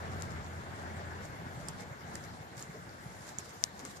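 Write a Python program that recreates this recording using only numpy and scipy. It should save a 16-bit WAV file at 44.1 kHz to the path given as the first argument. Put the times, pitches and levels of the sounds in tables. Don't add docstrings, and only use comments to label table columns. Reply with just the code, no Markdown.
import sys
import numpy as np
from scipy import signal
from scipy.io import wavfile

SR = 44100
rng = np.random.default_rng(int(sys.argv[2]) if len(sys.argv) > 2 else 0)


def waveform_to_disk(signal):
    frames = np.transpose(np.atleast_2d(signal))
    scaled = np.clip(frames, -1, 1) * 32767
    samples = np.round(scaled).astype(np.int16)
    wavfile.write(sys.argv[1], SR, samples)


N = 176400
T = np.arange(N) / SR


def from_db(db):
    return 10 ** (np.asarray(db) / 20)


def unit_rms(x):
    return x / np.sqrt(np.mean(x ** 2) + 1e-20)


def over_time(rows):
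    times, *columns = np.transpose(rows)
    return [np.interp(T, times, column) for column in columns]


def at_hz(points, hz):
    freqs, values = np.transpose(points)
    return np.interp(np.log(hz), np.log(freqs), values)


def panned(db):
    return unit_rms(from_db(np.array([[db], [-db]]) / 2))


def delayed(x, lag_s):
    return np.interp(T - lag_s, T, x)


def drift(rate_hz):
    step, settle = 40, 2000
    pole = np.exp(-2 * np.pi * rate_hz * step / SR)
    white = rng.standard_normal(N // step + settle + 2)
    slow = signal.lfilter([1], [1, -2 * pole, pole * pole], white)[settle:]
    return np.interp(np.arange(N) / step, np.arange(len(slow)), unit_rms(slow))


def resonance(x, hz, width_hz):
    pole = np.exp(-np.pi * width_hz / SR)
    feedback = [1, -2 * pole * np.cos(2 * np.pi * hz / SR), pole * pole]
    return signal.lfilter(np.array([1, 0, -1]) * (1 - pole * pole) / 2, feedback, x + 1e-18)


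def ring(clicks, hz, t60):
    pole, angle = from_db(-60 / (t60 * SR)), 2 * np.pi * hz / SR
    return signal.lfilter([0, np.sin(angle)], [1, -2 * pole * np.cos(angle), pole * pole], clicks + 1e-18)


def grains(per_s, spread_db):
    sizes = from_db(spread_db * np.minimum(rng.exponential(1, N), 5)) * rng.choice([-1, 1], N)
    return sizes * (rng.random(N) < per_s / SR)


def swells(rows):
    return np.sqrt(sum(from_db(db) ** 2 * np.exp(-((T - at) / half) ** 2) for at, half, db in rows))


def snap(clicks):
    lowpass = signal.butter(4, 11600, fs=SR, output="sos")
    return signal.sosfilt(lowpass, resonance(clicks, hz=5360, width_hz=4400))


WATER_LAG_S, RUMBLE_LAG_S = 0.00038, 0.00047

# (frequency [Hz], share of power [0-1])
DIRECT_SHARE = [(100, 0.72), (300, 1), (550, 0.64), (900, 0.63), (1250, 0.47), (1700, 0.08), (3000, 0.08),
                (6000, 0.02)]
def banded_noise(spectrum, lag_s, flicker_db, flicker_hz):
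    out, edges = 0, 22 * 2 ** (np.arange(30) / 3)
    white = rng.standard_normal((2, 3, N))
    for k, (low, high) in enumerate(zip(edges, edges[1:])):
        hz = np.sqrt(low * high)
        if spectrum[0][0] / 2 < hz < spectrum[-1][0] * 2:
            bandpass = signal.butter(2, [low, high], "band", fs=SR, output="sos")
            band = signal.sosfilt(bandpass, white[k % 2])
            direct, diffuse = np.array([band[0], delayed(band[0], lag_s)]), band[1:]
            share = np.clip(at_hz(DIRECT_SHARE, hz), 0, .99)
            pair = np.sqrt(share) * direct + np.sqrt(1 - share) * diffuse
            out += pair * from_db(at_hz(spectrum, hz) + flicker_db * drift(flicker_hz))
    return unit_rms(out)


# (time [s], pitch [Hz], relative level [dB])
DRONE_NOTE = [(0, 84.2, -47), (.3, 84.55, -47), (.72, 87.8, -50.5), (1.0, 83.9, -44.5), (1.3, 87.1, -60),
              (2.2, 89, -59), (3.1, 90, -73), (4, 89, -64)]
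# (time [s], relative level [dB])
RUMBLE_FADE = [(0, -48), (.25, -45.5), (.55, -50), (.7, -49.5), (1.3, -50.5), (1.75, -48), (1.98, -57),
               (2.12, -49), (2.5, -55.5), (2.85, -56), (3.1, -53), (3.35, -59.5), (3.65, -57.5),
               (3.85, -58.5), (4, -55.5)]
# (frequency [Hz], relative density [dB])
RUMBLE_SPECTRUM = [(25, -33), (40, -23), (55, -7.5), (85, -1.5), (120, 0), (170, -0.5), (230, -10.5),
                   (400, -30.5), (900, -57)]
def far_drone():
    hz, note_db = over_time(DRONE_NOTE)
    wavering_hz = hz + 2.35 * drift(9.7)
    note = np.sqrt(2) * np.sin(2 * np.pi * np.cumsum(wavering_hz) / SR)
    note *= from_db(note_db - 0.5 + 2.5 * drift(7.4))
    rumble_db, = over_time(RUMBLE_FADE)
    rumble = banded_noise(RUMBLE_SPECTRUM, RUMBLE_LAG_S, flicker_db=1, flicker_hz=8.8)
    return from_db(rumble_db + 1) * rumble + np.array([note, delayed(note, RUMBLE_LAG_S)])


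# (time [s], half length [s], pitch [Hz], level [dB])
LOW_BUMPS = [(1.363, 0.0072, 135, -41), (1.425, .005, 150, -47), (1.82, 0.0065, 141, -41.5),
             (1.917, 0.0051, 126, -37.5), (2.151, 0.0051, 169.4, -42.5), (2.411, 0.0053, 135.3, -40),
             (2.576, 0.005, 152, -42), (2.697, 0.0063, 169.2, -41.5), (3.065, 0.0051, 149.8, -39),
             (3.386, 0.0037, 146, -40), (3.736, 0.0099, 190, -48.5), (3.889, .008, 180, -47)]
def bumps():
    out = 0
    for at, half, hz, db in LOW_BUMPS:
        envelope = from_db(db) * np.exp(-.5 * ((T - at) / half) ** 2)
        out += envelope * np.sin(2 * np.pi * (hz * T + rng.random()))
    return np.array([out, delayed(out, RUMBLE_LAG_S)])


# (time [s], relative level [dB])
HISS_CURVE = [(0, -58.5), (.8, -60), (1.1, -60), (1.4, -59.5), (1.6, -56.5), (1.95, -61), (2.1, -56),
              (2.4, -59), (3.05, -57), (3.35, -57), (3.5, -53.5), (3.72, -58.5), (3.9, -52), (4, -59.5)]
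# (frequency [Hz], relative density [dB])
HISS_SPECTRUM = [(1000, 4), (2800, 1.5), (4500, 5.5), (7000, -2.5), (9000, -3), (12500, -2.5), (15000, -47)]
def hiss():
    level_db, = over_time(HISS_CURVE)
    noise = banded_noise(HISS_SPECTRUM, WATER_LAG_S, flicker_db=2.5, flicker_hz=9.4)
    return from_db(level_db - 5) * noise


# (time [s], half length [s], relative level [dB])
JACKET_RUSTLES = [(0.133, 0.013, -56.5), (0.23, 0.032, -56.5), (.313, 0.012, -56.5), (.8, 0.042, -59.5),
                  (1.246, 0.017, -54.5), (1.605, 0.016, -59), (1.678, .004, -54), (1.808, 0.024, -54),
                  (2.145, .008, -56), (2.247, 0.0094, -53.5), (2.58, 0.0067, -48.5), (2.61, .022, -50.5),
                  (3.238, 0.032, -57), (3.29, 0.022, -50), (3.399, 0.0096, -50.5), (3.455, .01, -54.5),
                  (3.498, 0.014, -54), (3.635, 0.019, -55.5), (3.803, 0.0072, -48.5), (3.865, 0.0087, -54),
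                  (3.909, 0.01, -53), (3.97, 0.0089, -51.5)]
# (frequency [Hz], relative density [dB])
CLOTH_SPECTRUM = [(300, 11), (1700, 11.5), (3000, 1.5), (4800, 5), (7500, -2), (10000, -2), (12500, -5.5),
                  (15000, -21)]
def jacket():
    roughness = from_db(-2.5 + 2 * drift(250))
    friction = roughness * banded_noise(CLOTH_SPECTRUM, lag_s=0, flicker_db=-0.2, flicker_hz=71)
    crackle = unit_rms(np.array([snap(grains(per_s=480, spread_db=4.5)) for _ in range(2)]))
    return swells(JACKET_RUSTLES) * (friction + from_db(-10.5) * crackle)


# (time [s], half length [s], level [dB])
GEAR_KNOCKS = [(2.157, .006, -51), (3.392, .011, -54), (3.641, 0.0077, -54.5), (3.797, 0.0053, -52)]
# (frequency [Hz], relative density [dB])
KNOCK_SPECTRUM = [(200, -5), (400, 7), (900, -1), (1800, 1), (2800, -17), (4000, -30)]
def gear_knocks():
    return swells(GEAR_KNOCKS) * banded_noise(KNOCK_SPECTRUM, lag_s=0, flicker_db=3, flicker_hz=18)


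# (time [s], relative snap [dB], relative ring [dB], pitch [Hz], t60 [s], left over right [dB])
GEAR_TICKS = [(.1175, -47, -53, 8200, .002, 2), (0.2225, -27, -34.5, 7150, 0.0033, 26),
              (.309, -48, -50, 5200, .004, 1), (.3195, -49, -58, 7100, 0.0037, -3),
              (.445, -51, -50, 7200, 0.0024, -2.5), (.464, -46, -45, 4100, .003, 8),
              (1.6855, -36, -35.5, 8100, 0.0054, -11), (1.6854, -44, -35, 5050, 0.0037, -0.5),
              (1.802, -49, -45.5, 4720, .002, 10), (2.1545, -32.5, -36.5, 8050, 0.001, -19),
              (2.1558, -27.5, -42.5, 1930, 0.012, 5), (2.24, -41, -49, 5560, 0.0033, 6),
              (2.5945, -35.5, -50, 8000, .002, -1), (2.606, -52, -44, 11460, .003, 4),
              (2.6255, -50, -39, 6860, 0.0041, -1), (2.8935, -52, -49, 4700, 0.0046, 7),
              (3.3857, -54, -28.5, 6680, 0.0029, -7.5), (3.6394, -9.5, -19.5, 5900, 0.0019, 27),
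              (3.7934, -34.5, -45, 7010, 0.0016, 8), (3.8515, -35, -33.5, 7300, 0.003, 9)]
# (frequency [Hz], relative density [dB])
RATTLE_SPECTRUM = [(600, 8), (1700, 4.5), (3000, -2.5), (5000, 0), (7000, -5), (9500, -6.5), (15000, -15)]
def gear_ticks(max_lag_s=.0003, rattle_t60=0.095):
    out, rattle_envelope = np.zeros((2, N)), np.zeros(N)
    for at, snap_db, ring_db, hz, t60, pan_db in GEAR_TICKS:
        click = np.zeros(N)
        click[int(at * SR)] = 1
        ringing = resonance(ring(click, hz, t60), hz, width_hz=2700)
        near = 3.16 * from_db(snap_db) * snap(click) + 1.73 * from_db(ring_db) * ringing
        far = np.roll(near, int(max_lag_s * np.tanh(abs(pan_db) / 10) * SR))
        out += panned(pan_db) * np.array([near, far] if pan_db > 0 else [far, near])
        rattle_db = min(ring_db, -31) - 15.5
        rattle_envelope += from_db(rattle_db - 60 * np.abs(T - at) / rattle_t60) * (T >= at)
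    return out + rattle_envelope * banded_noise(RATTLE_SPECTRUM, lag_s=0, flicker_db=3.5, flicker_hz=53)


# (time [s], half length [s], pitch [Hz], note [dB], churn [dB])
AIR_POCKETS = [(1.61, 0.0478, 640, -66, -53), (1.83, 0.1, 810, -60, -61.5), (2.753, 0.044, 435, -54, -55),
               (2.3, 0.035, 790, -70, -57), (3.84, 0.085, 255, -58.5, -57.5)]
def gurgles(rise_oct_per_s=1.3, wobble_oct=0.0351, churn_width_hz=230):
    out = 0
    for at, half, hz, note_db, churn_db in AIR_POCKETS:
        progress = (T - at) / half
        octaves = rise_oct_per_s * half * np.tanh(progress) + wobble_oct * drift(37.5)
        note = np.sqrt(2) * np.sin(2 * np.pi * np.cumsum(hz * 2 ** octaves) / SR)
        churn = resonance(rng.standard_normal(N), hz, churn_width_hz)
        churn = unit_rms(resonance(churn, hz, churn_width_hz))
        out += np.exp(-2 * progress ** 2) * (from_db(note_db) * note + from_db(churn_db) * churn)
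    return out


def bubbles(per_s=500, pitches=18, ring_cycles=6.2):
    out = 0
    for hz in np.geomspace(380, 2100, pitches):
        voice = ring(grains(per_s / pitches, spread_db=3), hz, t60=ring_cycles / hz)
        lag_s = WATER_LAG_S * rng.uniform(-0.55, 1.53)
        out += np.array([voice, delayed(voice, lag_s)])
    return unit_rms(out)


# (time [s], relative level [dB])
FLOW_LEVEL = [(0, -47), (.28, -48), (.5, -50), (.93, -49), (1.4, -51), (1.8, -51), (2.0, -53), (2.13, -51),
              (2.35, -53.5), (2.9, -54), (3.3, -54.5), (3.6, -56), (3.85, -54), (4, -56.5)]
# (frequency [Hz], relative density [dB])
RUSH_SPECTRUM = [(30, -17), (120, -1.5), (300, -0.5), (520, -1.5), (760, 1), (1100, -3), (1600, -2.5),
                 (2050, -7), (2600, -19.5), (3400, -16.5), (5000, -27.5), (7000, -30.5), (10000, -40.5),
                 (15000, -68)]
def stream():
    flow_db, = over_time(FLOW_LEVEL)
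    rush = from_db(3.62) * banded_noise(RUSH_SPECTRUM, WATER_LAG_S, flicker_db=1.5, flicker_hz=13.1)
    flow = from_db(flow_db + .5 * drift(30))
    return flow * panned(1.8) * (rush + from_db(-12) * bubbles())


def scene():
    water = stream() + gurgles()
    background = far_drone() + bumps() + hiss()
    angler = jacket() + gear_ticks() + gear_knocks()
    return water + background + angler


# (frequency [Hz], width [Hz], left gain [dB], right gain [dB])
PORT_RESONANCES = [(6170, 1530, 6.5, -2.5), (7160, 1050, -3, 12.5), (4740, 960, 2.5, -3.5),
                   (12100, 700, 2.5, 5)]
def record(dry):
    coloured = dry
    for hz, width_hz, left_db, right_db in PORT_RESONANCES:
        gains = from_db([[left_db], [right_db]])
        coloured = coloured + (gains - 1) * resonance(coloured, hz, width_hz)
    lowpass = signal.ellip(10, .2, 70, 14700, fs=SR, output="sos")
    return signal.sosfilt(lowpass, coloured)


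dry = scene()
out = record(dry)
waveform_to_disk(out)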